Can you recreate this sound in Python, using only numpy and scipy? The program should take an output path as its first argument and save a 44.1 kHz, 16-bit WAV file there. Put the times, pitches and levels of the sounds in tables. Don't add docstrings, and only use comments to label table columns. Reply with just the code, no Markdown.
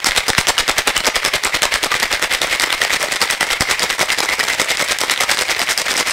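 import sys
import numpy as np
from scipy import signal
from scipy.fft import rfft, irfft, next_fast_len
from scipy.io import wavfile
from scipy.ndimage import uniform_filter1d, map_coordinates

SR = 44100
rng = np.random.default_rng(int(sys.argv[2]) if len(sys.argv) > 2 else 0)


def inscribe(sig):
    pcm = np.round(np.clip(np.atleast_2d(sig).T, -1, 1) * 32767)
    wavfile.write(sys.argv[1], SR, pcm.astype(np.int16))


def ratio(d):
    e = np.asarray(d, float) / 20
    return 10 ** e


N = 269892


def unit(x):
    return x / np.sqrt(np.mean(np.abs(x) ** 2) + 1e-20)


def along(points, hz):
    f, value = np.transpose(points)
    return np.interp(np.log(hz + 1), np.log(f + 1), value)


def filtered(x, response):
    m = next_fast_len(N + SR // 2)
    return irfft(rfft(x, m) * response(np.fft.rfftfreq(m, 1 / SR)), m)[:N]


def wobble(rate):
    knots = rng.standard_normal(int(N * rate / SR) + 4)
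    return map_coordinates(knots, [np.arange(N) * rate / SR])


def ringing(x, modes):
    def response(f):
        total = 0
        for k, (centre, width, db) in enumerate(modes):
            damping = 1j * f * width
            total = total + (-1) ** k * ratio(db) * damping / (centre * centre - f * f + damping)
        return unit(total)
    return filtered(x, response)


# start_s, spread_s (of a pile-up), edge_db (re shell), heft_db (added to the body)
ICE = [
    (0, 0.017, -4.5, -3.5),
    (0.299, .011, -1.5, -0.5),
    (.9, .012, -7.5, 1),
    (1.5, .014, -7.5, 0.5),
    (2.3, .018, -6, -0.5),
    (3.5, .017, -3.5, 0.5),
    (4.5, .017, -2, 1),
    (6.1, .017, -2, -2),
]


def aged(s):
    when, *columns = np.transpose(ICE)
    return [np.interp(s, when, column) for column in columns]


# out_s, out_db, return_s, return_db
WARM_UP = [
    (.085, -15, 0.18, -14),
    (.293, -20, 0.39, -14),
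    (.493, -15.5, .593, -16),
]
# out_s, out_db, return_s, return_db
SHAKES = [(.699, -15.5, .788, -15.5), (.89, -15.5, .976, -15.5), (1.075, -16, 1.164, -17),
          (1.267, -16, 1.354, -14), (1.461, -16.5, 1.546, -13.5), (1.647, -15.5, 1.745, -15.5),
          (1.85, -18, 1.938, -14), (2.04, -15.5, 2.133, -15), (2.242, -17.5, 2.338, -15),
          (2.442, -17.5, 2.528, -14), (2.639, -16, 2.735, -17), (2.836, -17.5, 2.926, -15),
          (3.031, -17.5, 3.125, -15.5), (3.233, -17, 3.32, -16.5), (3.429, -18, 3.515, -15.5),
          (3.625, -19, 3.711, -14.5), (3.82, -16.5, 3.912, -16), (4.022, -16.5, 4.114, -15.5),
          (4.221, -17, 4.312, -15), (4.413, -17.5, 4.507, -15), (4.608, -17, 4.709, -14),
          (4.816, -17, 4.908, -15), (5.027, -18.5, 5.112, -16), (5.215, -16.5, 5.311, -13.5),
          (5.415, -17, 5.511, -16), (5.613, -18.5, 5.705, -15), (5.806, -19.5, 5.899, -14.5),
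          (6.001, -14.5, 6.091, -15)]


def strokes():
    s, db = np.reshape(np.concatenate([WARM_UP, SHAKES]), (-1, 2)).T
    back = np.arange(len(s)) % 2
    spread, edge_db, heft_db = aged(s)
    spread = spread * 1.12 ** back
    body_db = np.where(back, -6, 0.5) + heft_db
    return np.transpose([s, spread, db, body_db, edge_db - 2 * back])


# pitch_hz, t60_s
KITCHEN = [(200, 0.04), (2000, 0.41), (10000, 0.2)]


def kitchen(x, count=12):
    hz, t, z = signal.stft(rng.standard_normal((count, SR // 2)), SR, nperseg=256)
    decay = ratio(-60 * t / along(KITCHEN, hz)[:, None])
    tails = signal.istft(z * decay, SR, nperseg=256)[1]
    turn = np.arange(N) * 10 // SR % count == np.arange(count)[:, None]
    wet = signal.fftconvolve(x * turn, tails / np.linalg.norm(tails[0]), axes=1)
    return wet.sum(0)[:N]


def surge(rise, fall):
    t = np.arange(0, N, 32) / SR
    load = np.zeros(len(t))
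    for s, spread, db, *_ in strokes():
        u = (t - s) / spread + 0.33
        load += ratio(db) * np.exp(-0.5 * (u / np.where(u < 0, rise, fall)) ** 2)
    return load.repeat(32)[:N]


# pitch_hz, level_db (per Hz)
SLOSH = [(15, -47), (25, -6.5), (249, -16.5), (503, -5), (1480, -5), (2110, 5.5), (2690, -2.5),
         (8360, -18.5), (16000, -28.5)]


def slosh():
    def wash_colour(f):
        return ratio(along(SLOSH, f) - 0.24 * np.log2(f / 4000 + 1))

    def spray_colour(f):
        return ratio(along(SLOSH, f) + 0.5 * np.log2(f / 2000 + 0.05))

    wash = unit(filtered(rng.standard_normal(N), wash_colour))
    spray = unit(filtered(rng.standard_normal(N), spray_colour))
    steady = ratio(-30.5 + 4.6 * wobble(90)) * wash
    return steady + ratio(-7 + 5.1 * wobble(300)) * surge(rise=1.0, fall=1.33) * spray


# start_s, peak_db
JOLT = [(0, -25.5), (2.5, -33.5), (6.1, -44)]
# start_s, peak_db, contact_s
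THUDS = [
    (0.2936, -24, 0.0004),
    (.302, -15, 0.00106),
    (0.386, -7.5, 0.001),
    (3.607, -9, 0.0012),
]


def jolts():
    s = strokes().T[0]
    late, size, soft = rng.standard_normal((len(s), 3)).T
    back = np.arange(len(s)) % 2
    start_s = s + 0.004 + 0.0027 * late
    peak_db = np.interp(s, *np.transpose(JOLT)) + 2.5 * back + 1.1 * size
    usual = np.transpose([start_s, peak_db, 0.0045 * np.exp(0.27 * soft)])
    air = np.zeros(N + SR)
    for start, db, contact in [*usual, *THUDS]:
        u = np.arange(SR // 8) / (contact * SR)
        air[round(start * SR):][:len(u)] -= ratio(db + 7.5) * u * (2 - u) * np.exp(-u)
    return air[:N]


def notes(times, db, hz, t60, rise=0.00071):
    t = np.arange(SR // 25) / SR
    envelope = ratio(db[:, None] - 60 * t / t60[:, None]) * (1 - np.exp(-t / rise))
    wave = envelope * np.sin(2 * np.pi * hz[:, None] * t)
    at = np.clip(np.round(times * SR).astype(int)[:, None] + np.arange(len(t)), 0, N)
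    return np.bincount(at.ravel(), wave.ravel(), N + 1)[:N]


# start_s, level_db (re the pile-up)
SING = [(0, -17), (1.5, -16), (2.5, -5), (4.3, -2.5), (6.1, -9)]


def singing(count=6):
    s, spread, db = strokes().T[:3, :, None]
    when, tune, force = np.moveaxis(rng.standard_normal((len(s), count, 3)), 2, 0)
    hz = 2070 * np.exp(0.0464 * (tune[:, :1] + 0.33 * tune))
    level_db = db + np.interp(s, *np.transpose(SING)) + 1.8 * force
    t60 = np.full(hz.shape, 0.037)
    return notes(*[r.ravel() for r in (s + spread * when, level_db, hz, t60)])


def chips(count=26):
    s, spread, db = strokes().T[:3, :, None]
    when, tune, life, force = np.moveaxis(rng.standard_normal((len(s), count, 4)), 2, 0)
    hz = np.clip(2970 * np.exp(0.7 * tune), 500, 12000)
    times = s + spread * (0.3 + 1.3 * when)
    level_db = db - 0.5 + 4 * force - 1.8 * np.abs(when)
    t60 = 5 / hz * np.exp(0.18 * life)
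    return notes(*[r.ravel() for r in (times, level_db, hz, t60)], rise=0.0002)


def cube_notes(times, db, chance):
    kind, tune, life = chance
    in_shell = kind < 0
    hz = np.where(in_shell, 2060 * np.exp(0.076 * tune), 3300 * np.exp(0.386 * tune))
    cycles = np.where(in_shell, 40, 24)
    return notes(times, db, hz, cycles / hz * np.exp(0.3 * life))


def contacts(times, db, t60):
    at = np.clip(np.round(times * SR).astype(int), 0, N - 1)
    fall = ratio(-60 / (t60 * SR))
    force = signal.lfilter([1], [1, -fall], np.bincount(at, ratio(db), N))
    return uniform_filter1d(force, size=20) * rng.standard_normal(N)


# pitch_hz, width_hz, level_db
SHELL = [(1605, 1110, -5), (2060, 750, 0.5), (2880, 1800, -6), (4140, 1200, -6)]
# pitch_hz, width_hz, level_db
BODY = [(264, 423, -8.5), (555, 304, 1), (833, 424, 0), (1345, 566, -3)]
# pitch_hz, width_hz, level_db
EDGE = [(5050, 970, 9.5), (7400, 3040, 0)]
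# pitch_hz, width_hz, level_db
SPLINTER = [(8100, 1600, 7.5), (14300, 7000, -12.5)]


def shaker(times, shell_db, body_db, edge_db, lasting):
    crisp_db = 2 * rng.standard_normal(len(times))
    top_db = shell_db + edge_db
    wall = ringing(contacts(times, shell_db, 0.0046 * lasting), SHELL)
    body = ringing(contacts(times, shell_db + body_db - 1.0, 0.0052 * lasting), BODY)
    edge = ringing(contacts(times, top_db - 0.5 * crisp_db, 0.0056 * lasting), EDGE)
    splinter = ringing(contacts(times, top_db - 3.0 + crisp_db, 0.0054 * lasting), SPLINTER)
    return wall + body + edge + splinter


def swarm(count=13, size=4):
    s, spread, shell_db, body_db, edge_db = strokes().T[:, :, None, None]
    back = np.arange(len(s))[:, None, None] % 2
    per_cube = rng.standard_normal((len(s), count, 1, 6))
    when, weight, dull, sharp, kind, tune = np.moveaxis(per_cube, 3, 0)
    chatter, force, life = np.moveaxis(rng.standard_normal((len(s), count, size, 3)), 3, 0)
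    slam = 0.1697 * (1 - back) * (when ** 2 - 1)
    when = 1.05 * when + slam + 0.07 * when ** 3 + 0.3 * chatter
    size_db = shell_db - 5.0 + 2.3 * weight + 2.1 * np.clip(force, -3, 1.3) - 1.45 * np.abs(when)
    body_db = body_db + 3.6 * np.clip(dull, -3, 1.2) + 1.2 * np.tanh(when)
    edge_db = edge_db + 1.9 * sharp + 3 * back * np.minimum(when, 0)
    rows = np.broadcast_arrays(s + spread * when, size_db, body_db, edge_db, kind, tune, life)
    times, db, body_db, edge_db, *chance = [r.ravel() for r in rows]
    return shaker(times, db, body_db, edge_db, lasting=1.122) + cube_notes(times, db - 6, chance)


# start_s, shell_db, edge_db (re shell)
KNOCKS = [(0.0442, -5, -1.5), (0.0686, -3.5, -7), (.1764, -14, -1), (0.3018, -3.5, -9), (0.381, -2.5, -8),
          (0.47, -8.5, -7), (0.5797, -9, -5), (.6793, -8, -4), (0.6974, -12, -4), (0.874, -10, 3.5),
          (0.9658, -5.5, -6), (1.0713, -15, 2), (1.26, -12, -1), (1.62, -7, -4), (1.74, -4.5, -5),
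          (1.8297, -10, -3), (1.8373, -4, -7), (2.2252, -6, -4), (2.7267, -1, -8), (2.8171, -5, -8),
          (2.8495, -4, -11), (3.2238, -12.5, 1), (3.4086, -8, 1), (3.6076, -10.5, 2.5), (3.831, -11, -1),
          (3.993, -12, 2), (4.5972, -7, -5), (4.714, -9, -7), (5.4969, -14, -17), (5.6166, -7.5, -8)]
# start_s, shell_db, edge_db (re shell)
CRACKS = [(0.282, -13, 1), (0.483, -21, 5), (.5862, -12.5, 3), (1.0559, -9, -6), (1.25, -4.5, -4),
          (1.4364, -8.5, -5), (1.448, -17, 8), (1.6316, -4, -4.5), (1.8447, -12, 1.5), (1.9996, -11, -3),
          (2.03, -14.5, 3.5), (2.4166, 1.5, -9.5), (2.5979, -4.5, -5), (2.62, -16, 2), (2.704, -6.5, -11),
          (3.028, -8.5, -0.5), (3.2157, -2, -6), (3.732, -12, -8), (3.7943, -9.5, 0), (3.901, -7, -6),
          (4.0037, -11.5, -5), (4.19, -23, 7), (4.399, -2.5, -11), (4.7712, -15, 3.5), (4.9865, -14, 3.5),
          (5.0063, -14, 4), (5.0971, -3, -11.5), (5.5933, -5, -6), (5.7767, -8, 1), (5.9673, -21, 10)]
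# start_s, shell_db, edge_db (re shell)
GLANCES = [(.0591, -9, -7), (.1628, -10, -6), (.7827, -10, 2), (.901, -11, -17), (.9775, -9, 1.5),
           (1.039, -15, -14), (1.067, -9, 2), (1.157, -7.5, 0), (1.3584, -12.5, -2), (1.5519, -8, -6),
           (1.6532, -9, -5), (2.1276, -8.5, -1.5), (2.325, -7.5, -7), (2.337, -17, 2), (2.6024, -13, -5),
           (2.8372, -17, 1), (2.9368, -15, 5.5), (3.3094, -11.5, 3.5), (3.5303, -10.5, -4),
           (4.2036, -5.5, -3), (4.4845, -12, -0.5), (4.692, -9, -14), (4.9291, -7, -12), (5.1181, -9, -9),
           (5.2077, -14, 3), (5.2954, -6, -14), (5.4887, -6, -18), (5.6886, -5.5, -21), (5.8168, -7.5, -5),
           (5.9836, -16, -6)]
# start_s, shell_db
TAPS = [(.002, -17), (.031, -39), (.109, -5), (0.1184, -8), (0.2663, -13), (0.3324, -9), (.35, -8),
        (0.603, -11), (0.819, -13), (1.0459, -9), (1.2315, -11.5), (1.9176, -4.5), (1.9796, -17),
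        (2.3175, -9), (2.5528, -16), (2.6086, -5), (2.8786, -19), (3.1681, -17), (3.349, -13),
        (3.9369, -18), (4.1457, -13), (4.535, -10), (4.9465, -13.5), (5.1383, -11), (5.161, -14),
        (5.1758, -9.5), (5.372, -6), (5.389, -8), (5.548, -9.5), (6.097, -6.5)]


def singles():
    rows = []
    for blows, body_db in ((KNOCKS, -2.5), (CRACKS, -12.5), (GLANCES, -7.5)):
        for s, db, edge_db in blows:
            heft_db = aged(s)[2]
            rows.append((s, db, body_db + heft_db, edge_db))
    return rows + [(s, db, -17, -14.5) for s, db in TAPS]


# start_s, peak_db, pitch_hz, t60_s
RINGS = [(0.069, -9, 880, 0.027), (0.293, -7.5, 480, 0.031), (0.587, -11, 1380, .03),
         (1.92, -9, 1185, 0.046), (2.735, -14, 1240, 0.046), (3.035, -9, 600, 0.045),
         (5.49, -13, 740, 0.029), (5.6, -10, 703, 0.031), (0.381, 0, 2730, 0.019), (0.58, 0, 2910, 0.021),
         (0.966, -3, 3000, 0.027), (1.261, -6, 5210.0, 0.026), (1.631, -10, 1770, 0.046),
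         (2.022, -13, 1886, 0.033), (2.313, -12, 2120.0, 0.038), (2.737, -18, 2100, 0.16),
         (2.817, 2.5, 1900, 0.017), (3.408, -6, 1970, 0.04), (3.613, -3.5, 2070, 0.022),
         (3.821, -6, 2060.0, 0.033), (4.107, -6, 2070, 0.025), (4.284, -13, 2010, 0.097),
         (4.319, -11, 2040, 0.043), (4.405, -4, 1940, 0.032), (4.503, -19, 2070.0, 0.06),
         (4.597, -3, 2080, 0.024), (4.722, -9, 2130, 0.037), (4.826, -10.5, 2105, 0.047),
         (5.202, -3, 2060, 0.027), (5.601, -9, 1930, 0.03)]


def clacks():
    s, shell_db, body_db, edge_db = np.transpose(singles())
    chance = rng.standard_normal((len(s), 3)).T - [[1], [0], [0]]
    own = cube_notes(s, shell_db - 8, chance)
    blows = shaker(s, shell_db + 3.0, body_db, edge_db, lasting=1.13)
    return blows + own + notes(*np.transpose(RINGS))


def scene():
    ice = clacks() + swarm() + chips() + singing()
    return (ice + ratio(-10.0) * kitchen(ice) + slosh() + jolts())[None]


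def top_cut(x):
    return signal.sosfilt(signal.butter(12, 16660, fs=SR, output="sos"), x)


def record(dry):
    held = dry[0] / (1 + np.abs(dry[0] / 0.9) ** 6) ** (1 / 6)
    mix = filtered(held, lambda hz: 1 / (1 + (hz / 15800) ** 300))[None]
    return top_cut(mix)


dry = scene()
out = record(dry)
inscribe(out)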